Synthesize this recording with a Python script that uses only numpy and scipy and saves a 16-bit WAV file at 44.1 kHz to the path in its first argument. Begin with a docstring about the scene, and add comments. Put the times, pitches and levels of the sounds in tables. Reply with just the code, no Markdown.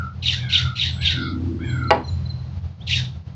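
"""In a plywood nest box, microphone close to the chick: a barn owl chick hisses five times.
Each hiss is rasping breath noise through a moving throat; it swells, catches into sliding squeaks and fades.
Thin wheezy whistles run under and between the hisses. Near the end of a low rubbing rustle, one sharp knock
sets the boards ringing. Short sliding tones are small birds chirping faintly outside.
Two wavering resonances, a rumble and faint air noise make the uneven hum throughout."""
import sys
import numpy as np
from scipy import signal
from scipy.fft import rfft, irfft
from scipy.io import wavfile

SR = 44100
rng = np.random.default_rng(int(sys.argv[2]) if len(sys.argv) > 2 else 0)


def wav_record(signal):
    """Record a signal, one row per channel, as 16-bit PCM in the file named by sys.argv[1]."""
    frames = np.transpose(np.atleast_2d(signal))
    bounded = np.clip(frames, -1, 1)
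    # unit amplitude maps onto the largest positive 16-bit level
    quanta = np.round(bounded * 32767).astype(np.int16)
    wavfile.write(sys.argv[1], SR, quanta)


N = 147735  # length [samples]
T = np.arange(N) / SR


def amp(db):
    """Decibels to gain."""
    return 10 ** (np.asarray(db) / 20)


def unit(x):
    """Scales to rms 1."""
    return x / np.sqrt(np.mean(x ** 2) + 1e-20)


def read(points, hz):
    """Reads a (frequency, value) curve on a log-frequency axis."""
    f, value = np.transpose(points)
    return np.interp(np.log(hz + 1), np.log(f + 1), value)


def curves(table, at):
    """Reads every column of a table against its first column."""
    first, *columns = np.transpose(table)
    return [np.interp(at, first, column) for column in columns]


def add(mix, s, sound):
    """Adds a sound at time s, cut off at either end of the scene."""
    at = round(s * SR)
    sound = sound[max(-at, 0):]
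    part = mix[max(at, 0):][:len(sound)]
    part += sound[:len(part)]


def noise(colour, size, treble_db=0):
    """Noise of a given colour and rms 1, with a treble shelf rising from 4000 to 5500 Hz."""
    hz = np.fft.rfftfreq(size, 1 / SR)
    shelf_db = treble_db * np.clip((hz - 4000) / 1500, 0, 1)
    spectrum = rfft(rng.standard_normal(size)) * amp(read(colour, hz) + shelf_db)
    return unit(irfft(spectrum, size))


def drift(rate_hz, size):
    """Smooth random motion, cut from a scene-long curve of rms 1."""
    hz = np.fft.rfftfreq(N, 1 / SR)
    smooth = rfft(rng.standard_normal(N)) * np.exp(-(hz / rate_hz) ** 2)
    return unit(irfft(smooth, N))[:size]


def tone(hz):
    """A sine of rms 1 along a pitch curve."""
    return np.sqrt(2) * np.sin(2 * np.pi * (np.cumsum(hz) / SR + rng.random()))


def whistle(hz, width_hz, rough=1):
    """A whistle along a pitch curve, from pure (rough 0) to a band of breath noise (rough 1)."""
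    turn = 2 * np.pi * np.cumsum(hz) / SR
    rough = np.clip(rough, 0, 1)
    in_phase = 1 - rough + rough * drift(width_hz, len(hz))
    quadrature = rough * drift(width_hz, len(hz))
    return unit(in_phase * np.cos(turn) + quadrature * np.sin(turn))


def glides(rows, jitter, bend):
    """Short whistled notes that slide from one pitch to another, swelling and fading."""
    out = np.zeros(N)
    for start, length, first_hz, last_hz, db in rows:
        u = np.arange(0, length, 1 / SR) / length
        slide_hz = first_hz + (last_hz - first_hz) * u ** bend
        hz = slide_hz * (1 + jitter * drift(980, len(u)))
        add(out, start, amp(db) * np.sin(np.pi * u) * tone(hz))
    return out


# Hisses of the chick: (start [s], swell [s], hold [s], relative level [dB], treble shelf [dB],
# pitch ratio of the lower throat resonance)
HISS_CALLS = [(0.218, 0.057, 0.062, -24, 3, 1.055), (0.485, .058, 0.05, -21.5, 2, 1.065),
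              (0.747, 0.062, 0.057, -24, 0.5, 1.06), (1.004, 0.062, .046, -21.5, -1.5, 1.03),
              (2.863, 0.069, 0.037, -23, 6, 1.02)]
# Two throat resonances, alike in every hiss but for that ratio:
# (time after start [s], lower [Hz], upper [Hz], lower level [dB], upper level [dB])
THROAT_MOTION = [(0, 2820, 4120, -7, 3), (0.025, 2420, 4070, -6.5, -12), (0.042, 1900, 3960, -14.5, -4),
                 (0.073, 2600, 3150, -9, -2.5), (0.093, 1940, 3750, -16.5, -6.5),
                 (.131, 1780, 3800, -11, -8), (.175, 1550, 3600, -20.5, -4)]
# Colour of the breath: (frequency [Hz], relative level [dB per Hz])
BREATH_COLOUR = [(900, -25.5), (1500, -25), (2200, -8), (2900, 3), (3750, 5), (4400, -0.5), (5050, -9),
                 (5800, -9.5), (6400, -18), (7300, -22.5), (7900, -35.5), (8500, -43)]
HISS_S, ATTACK_S, SWELL_DB, FADE_DB_PER_S = .32, 0.01, 12.5, 212.5
LOWER_WIDTH_HZ, UPPER_WIDTH_HZ = 236, 220
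BREATH_DB, BREATH_RISE_S = -3.5, 0.012
RASP_DB, RASP_HZ = 2, 146  # rms depth and rate of the random level wobble
SQUEAL_DB = -4.5


def hisses():
    """Rasping air through the moving throat: attack, swell, hold and fade."""
    out, t = np.zeros(N), np.arange(0, HISS_S, 1 / SR)
    low_hz, high_hz, low_db, high_db = curves(THROAT_MOTION, t)
    for start, swell, hold, db, treble_db, ratio in HISS_CALLS:
        rise_db = SWELL_DB * np.maximum(1 - t / swell, 0)
        fade_db = FADE_DB_PER_S * np.maximum(t - swell - hold, 0)
        level = np.minimum(t / ATTACK_S, 1) ** 2 * amp(db - rise_db - fade_db)
        lower = amp(low_db) * whistle(ratio * low_hz, LOWER_WIDTH_HZ)
        upper = amp(high_db) * whistle(high_hz, UPPER_WIDTH_HZ)
        breath_rise = np.minimum(t / BREATH_RISE_S, 1)
        breath = amp(BREATH_DB) * breath_rise * noise(BREATH_COLOUR, len(t), treble_db)
        # the squeals fade out soon after the swell
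        squeal = amp(SQUEAL_DB) * np.clip(3 - 2 * t / swell, 0, 1) * grains(len(t))
        rasp = amp(RASP_DB * drift(RASP_HZ, len(t)))
        add(out, start, level * rasp * (lower + upper + breath + squeal))
    return out


GRAINS_PER_S, GRAIN_TOP_HZ = 55, 3660  # typical rate; middle of the spread of first pitches
GRAIN_FALL, GRAIN_JITTER = .35, .015  # shares of the pitch


def grains(size):
    """A quick, uneven run of tiny falling squeals inside the rasp."""
    turns = np.cumsum(GRAINS_PER_S * np.exp(.35 * drift(60, size))) / SR
    u, which = turns % 1, turns.astype(int) % 64
    top_hz = GRAIN_TOP_HZ * rng.uniform(.8, 1.2, 64)[which]
    loudness = rng.uniform(0.26, 1, 64)[which]
    hz = top_hz * (1 - GRAIN_FALL * u) * (1 + GRAIN_JITTER * drift(1100, size))
    return unit(np.sin(np.pi * u) * loudness * tone(hz))


# Squeaks inside the hisses: (start [s], length [s], first pitch [Hz], last pitch [Hz], level [dB])
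SQUEAK_NOTES = [(.224, 0.0032, 3860, 3700, -32.5), (.257, 0.01, 3920, 3500, -20),
                (.265, 0.014, 3924, 3500, -20.5), (.277, .011, 3080, 2410, -19.5),
                (.282, 0.0078, 3900, 3470, -16), (.293, .011, 3244, 2700, -16.5),
                (.524, 0.0078, 3730, 3500, -20.5), (.533, 0.01, 3870, 3635, -14),
                (.541, 0.0065, 3310, 2600, -27.5), (.548, 0.012, 3610, 3650, -15),
                (.554, 0.014, 3434, 2520, -13.5), (.574, .012, 3535, 3700, -16),
                (.785, 0.011, 3990, 3500, -30.5), (.796, 0.0053, 3997, 3520, -16),
                (.812, 0.0071, 3970, 3400, -18), (.818, .016, 3476, 2600, -19.5),
                (.835, 0.0066, 3900, 3464, -17.5), (1.02, .018, 3310, 2250, -29.5),
                (1.05, 0.016, 3855, 3556, -20), (1.064, 0.021, 3360, 2480, -25.5),
                (1.077, 0.044, 3660, 2590, -33), (1.093, 0.012, 3946, 3570, -19),
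                (2.877, 0.0073, 3910, 3635, -39), (2.895, 0.017, 2120, 1770, -34.5),
                (2.917, 0.023, 3210, 2500, -25), (2.93, 0.018, 3090, 2540, -19.5),
                (2.97, 0.0064, 3750, 3550, -20.5)]


def squeaks():
    """The hissing voice catches into brief sliding tones of unsteady pitch."""
    return glides(SQUEAK_NOTES, jitter=0.02, bend=1.2)


# Wheezes: (start [s], length [s], level [dB], extra level of the upper whistles [dB])
WHEEZE_CALLS = [(-.25, 0.4, -33, -16), (0.334, 0.48, -33.5, -1), (0.966, 0.42, -32, 0.5),
                (1.592, 0.36, -31, -1.5)]
# Shape of every wheeze:
# (share of its length, lower [Hz], upper [Hz], lower level [dB], upper level [dB])
WHEEZE_SHAPE = [(0, 1362, 2050, -13, -39.5), (0.052, 1497, 2150, -16, -19.5), (.15, 1731, 2306, -11, -10.5),
                (.32, 1537, 2202, -8.5, -8), (.52, 1463, 2090, -1.5, -15.5), (.75, 1348, 2128, -2, -14),
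                (0.879, 1343, 2130, -10, -24), (1, 1374, 2100, -19.5, -46)]
# A short soft fizz: (start [s], length [s], level [dB])
FIZZ_EVENT = (1.165, 0.22, -39)
# Colour of the fizz: (frequency [Hz], relative level [dB per Hz])
FIZZ_SPECTRUM = [(2600, -47.5), (3400, 14), (4300, 9.5), (5200, 4), (5700, -47)]
WHEEZE_WIDTH_HZ, WHEEZE_ROUGH = 116, 0.52  # lower whistle: part pure, part breath
TOP_HZ, TOP_DB = 3270, -3
FLUTTER_HZ, FLUTTER_DB = 47.23, 0.6  # mean rate and rms depth


def wheezes():
    """Two breathy, fluttering whistles rise quickly and sink slowly under a weak third; one ends in a fizz."""
    out = np.zeros(N)
    for start, length, db, overtones_db in WHEEZE_CALLS:
        u = np.arange(0, length, 1 / SR) / length
        low_hz, high_hz, low_db, high_db = curves(WHEEZE_SHAPE, u)
        lower = amp(low_db) * whistle(low_hz, WHEEZE_WIDTH_HZ, WHEEZE_ROUGH)
        top_fade = np.minimum(2 * (1 - u) ** 2, 1)
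        top = amp(TOP_DB) * top_fade * whistle(np.full(len(u), TOP_HZ), 140)
        upper = amp(high_db + overtones_db) * (whistle(high_hz, 130) + top)
        flutter_db = FLUTTER_DB * tone(FLUTTER_HZ * (1 + 0.23 * drift(30, len(u))))
        add(out, start, amp(db + flutter_db) * (lower + upper))
    start, length, db = FIZZ_EVENT
    u = np.arange(0, length, 1 / SR) / length
    fizz_shape = 2 * np.sin(np.pi * u) * (1 - u)
    add(out, start, amp(db) * fizz_shape * noise(FIZZ_SPECTRUM, len(u)))
    return out


# Blow and rebound of the knock: (delay [s], level [dB])
KNOCK_BLOWS = [(0, 0.5), (.0045, -3)]
# Ringing modes of the boards: (frequency [Hz], level [dB], decay by 60 dB [s])
WOOD_MODES = [(303, -28, 0.31), (406, -22.5, 0.25), (508.4, -18.5, .18), (660.5, -16.5, 0.16),
              (732, -24, 0.11), (817, -10.5, 0.15), (855.5, -18, 0.22), (960, -18.5, 0.21),
              (1170, -27, 0.1), (1395, -17.5, 0.043), (1497, -19, .05), (1928, -16, 0.068),
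              (2344, -14.5, 0.083), (2840, -21, 0.061)]
# Colour of the crack: (frequency [Hz], relative level [dB per Hz])
CRACK_COLOUR = [(200, -11.5), (700, 3.5), (2200, 1), (3300, -12.5), (4800, -6.5), (6500, -31), (8200, -65)]
# Colour of the dense ring of the boards: (frequency [Hz], relative level [dB per Hz])
THUD_COLOUR = [(200, -38), (380, -6), (570, -5.5), (780, -8), (1000, -8), (1500, -17), (3000, -26.5),
               (6000, -54.5)]
KNOCK_S = 1.9058
CRACK_DB, CRACK_T60_S = -7, 0.017
THUD_DB, THUD_T60_S = -17, 0.28


def knock():
    """A hard knock that rebounds: each blow cracks, and the boards ring."""
    out, t = np.zeros(N), np.arange(SR // 2) / SR
    ring = np.zeros(len(t))
    for k, (hz, db, t60) in enumerate(WOOD_MODES):
        ring += (-1) ** k * amp(db - 60 * t / t60) * np.sin(2 * np.pi * hz * t)
    thud = amp(THUD_DB - 60 * t / THUD_T60_S) * noise(THUD_COLOUR, len(t))
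    add(out, KNOCK_S, np.minimum(t / 0.0036, 1) * thud)
    for delay, db in KNOCK_BLOWS:
        crack = amp(CRACK_DB - 60 * t / CRACK_T60_S) * noise(CRACK_COLOUR, len(t))
        add(out, KNOCK_S + delay, amp(db) * np.minimum(t / 0.0002, 1) * (ring + crack))
    return out


# Course of the rubbing: (time [s], level [dB])
RUSTLE_LEVEL = [(1.1, -54.5), (1.188, -31.5), (1.554, -29.5), (1.776, -38.5), (1.94, -32.5), (2.034, -35.5),
                (2.048, -63), (2.1, -46)]
# Colour of the rubbing: (frequency [Hz], relative level [dB per Hz])
RUB_COLOUR = [(130, -28.5), (190, -3.5), (232, -5), (272, -2.5), (300, -3), (335, -0.5), (375, -15.5),
              (480, -21.5), (700, -61)]
RUB_DB = -1
BOOM_HZ, BOOM_WIDTH_HZ, BOOM_DB = 252.8, 5.8, -3.5  # one box resonance stands out


def rustle():
    """A dull rubbing noise that booms in the box."""
    s, db = np.transpose(RUSTLE_LEVEL)
    level = amp(np.interp(T, s, db, left=-120, right=-120))
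    rub = amp(RUB_DB) * noise(RUB_COLOUR, N)
    boom = amp(BOOM_DB) * whistle(np.full(N, BOOM_HZ), BOOM_WIDTH_HZ, rough=0.15)
    return level * (rub + boom)


# Small birds outside: (start [s], length [s], first pitch [Hz], last pitch [Hz], level [dB])
CHIRP_NOTES = [(1.693, 0.023, 4150, 3890, -41.5), (1.835, 0.013, 4060, 3960, -41.5),
               (1.872, 0.033, 4260, 3930, -37.5), (2.038, .024, 4220, 3960, -42.5),
               (2.075, 0.027, 4200, 3920, -36), (2.254, 0.02, 4090, 3980, -40),
               (2.292, .028, 4214, 3963, -36), (2.805, 0.03, 3020, 3980, -45),
               (.905, 0.14, 7660, 7730, -55.5), (1.635, 0.18, 7330, 7600, -54.5),
               (2.06, 0.1, 6780, 7240, -58.5), (2.03, 0.083, 5910, 5650, -57)]


def chirps():
    """Small birds outside: faint short tones that slide almost cleanly."""
    return glides(CHIRP_NOTES, jitter=0.0048, bend=1.3)


# Two low resonances of the box: (time [s], lower level [dB], upper level [dB])
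HUM_LEVELS = [(0.0, -27.5, -37), (0.06, -30, -31.5), (0.12, -41.5, -52), (0.16, -35, -35.5),
              (0.37, -26.5, -33), (0.45, -40.5, -20), (0.55, -24, -42.5), (0.6, -32.5, -25.5),
              (0.66, -24.5, -23), (0.75, -45, -39), (0.88, -26, -33.5), (1.03, -27, -26.5),
              (1.06, -23.5, -52), (1.15, -27.5, -23.5), (1.3, -32.5, -34.5), (1.33, -31, -36),
              (1.48, -24, -26), (1.55, -31, -41.5), (1.72, -25.5, -23), (2.02, -37, -36),
              (2.09, -23.5, -37.5), (2.27, -27, -26.5), (2.29, -33, -27.5), (2.54, -33, -32),
              (2.58, -22, -37.5), (2.61, -45, -42.5), (2.65, -25.5, -29.5), (2.77, -50.5, -53),
              (2.81, -32, -42), (3.0, -31, -22), (3.09, -49.5, -28), (3.13, -37.5, -46), (3.16, -28, -31),
              (3.24, -51.5, -57), (3.28, -33, -28), (3.35, -43.5, -43.5)]
# Colour of the rumble: (frequency [Hz], relative level [dB per Hz])
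RUMBLE_COLOUR = [(20, -52.5), (38, -30.5), (60, -4.5), (90, 3), (130, -1.5), (185, -6), (240, -21),
                 (330, -26.5), (600, -70)]
# Colour of the air noise: (frequency [Hz], relative level [dB per Hz])
AIR_COLOUR = [(180, -20.5), (300, -4.5), (750, -4), (1760, -14), (4500, -16.5), (6800, -28), (7500, -43.5),
              (8200, -55)]
HUM_HZ, HUM_WAVER = (85.5, 125.3), 0.02208  # mean pitches; rms waver as a share of the pitch
RUMBLE_DB, RUMBLE_FOLLOW = -32.5, 0.55  # level at the median hum; dB per dB of hum
AIR_DB, AIR_FOLLOW = -51, 0.46


def hum():
    """Two wavering low resonances in a rumble; rumble and faint air noise follow their level."""
    levels = curves(HUM_LEVELS, T)
    lines = np.zeros(N)
    for hz, db in zip(HUM_HZ, levels):
        lines += amp(db - 1.5) * tone(hz * (1 + HUM_WAVER * drift(14, N)))
    swell_db = 10 * np.log10(sum(amp(db) ** 2 for db in levels))
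    swell_db = swell_db - np.median(swell_db)
    rumble = amp(RUMBLE_DB + RUMBLE_FOLLOW * swell_db) * noise(RUMBLE_COLOUR, N)
    air = amp(AIR_DB + AIR_FOLLOW * swell_db) * noise(AIR_COLOUR, N)
    return lines + rumble + air


# Reverberation of the plywood box: (frequency [Hz], decay by 60 dB [s])
BOX_DECAY = [(200, .26), (900, 0.28), (2500, 0.21), (7000, 0.2)]


def box(x, wet_db, stretch=1):
    """Adds dense, short reflections of the plywood walls; stretch lengthens their decay."""
    late_enough = np.arange(SR // 2) > .002 * SR
    taps = rng.standard_normal(SR // 2) * (rng.random(SR // 2) < .1) * late_enough
    hz, t, z = signal.stft(taps, SR, nperseg=256)
    t60 = stretch * read(BOX_DECAY, hz)[:, None]
    tail = signal.istft(z * amp(-60 * t / t60), SR, nperseg=256)[1]
    return x + amp(wet_db) * signal.oaconvolve(x, tail / np.linalg.norm(tail))[:N]


def scene():
    """All the sounds in and around the box, from the chick to the hum."""
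    owl = box(hisses(), wet_db=-6) + box(squeaks(), wet_db=-6.5) + box(wheezes(), wet_db=-12.5)
    wood = box(knock(), wet_db=-10) + rustle()
    birds = box(chirps(), wet_db=-7.5, stretch=2.7)
    return (owl + wood + birds + hum())[None]


CUT_HZ = 8250


def record(dry):
    """Clips peaks near full scale, then dulls the sound with a low-pass at CUT_HZ."""
    low_pass = signal.firwin(301, CUT_HZ, window=("kaiser", 9), fs=SR)
    return signal.oaconvolve(np.clip(dry, -.88, .88), low_pass[None], "same")


dry = scene()
out = record(dry)
wav_record(out)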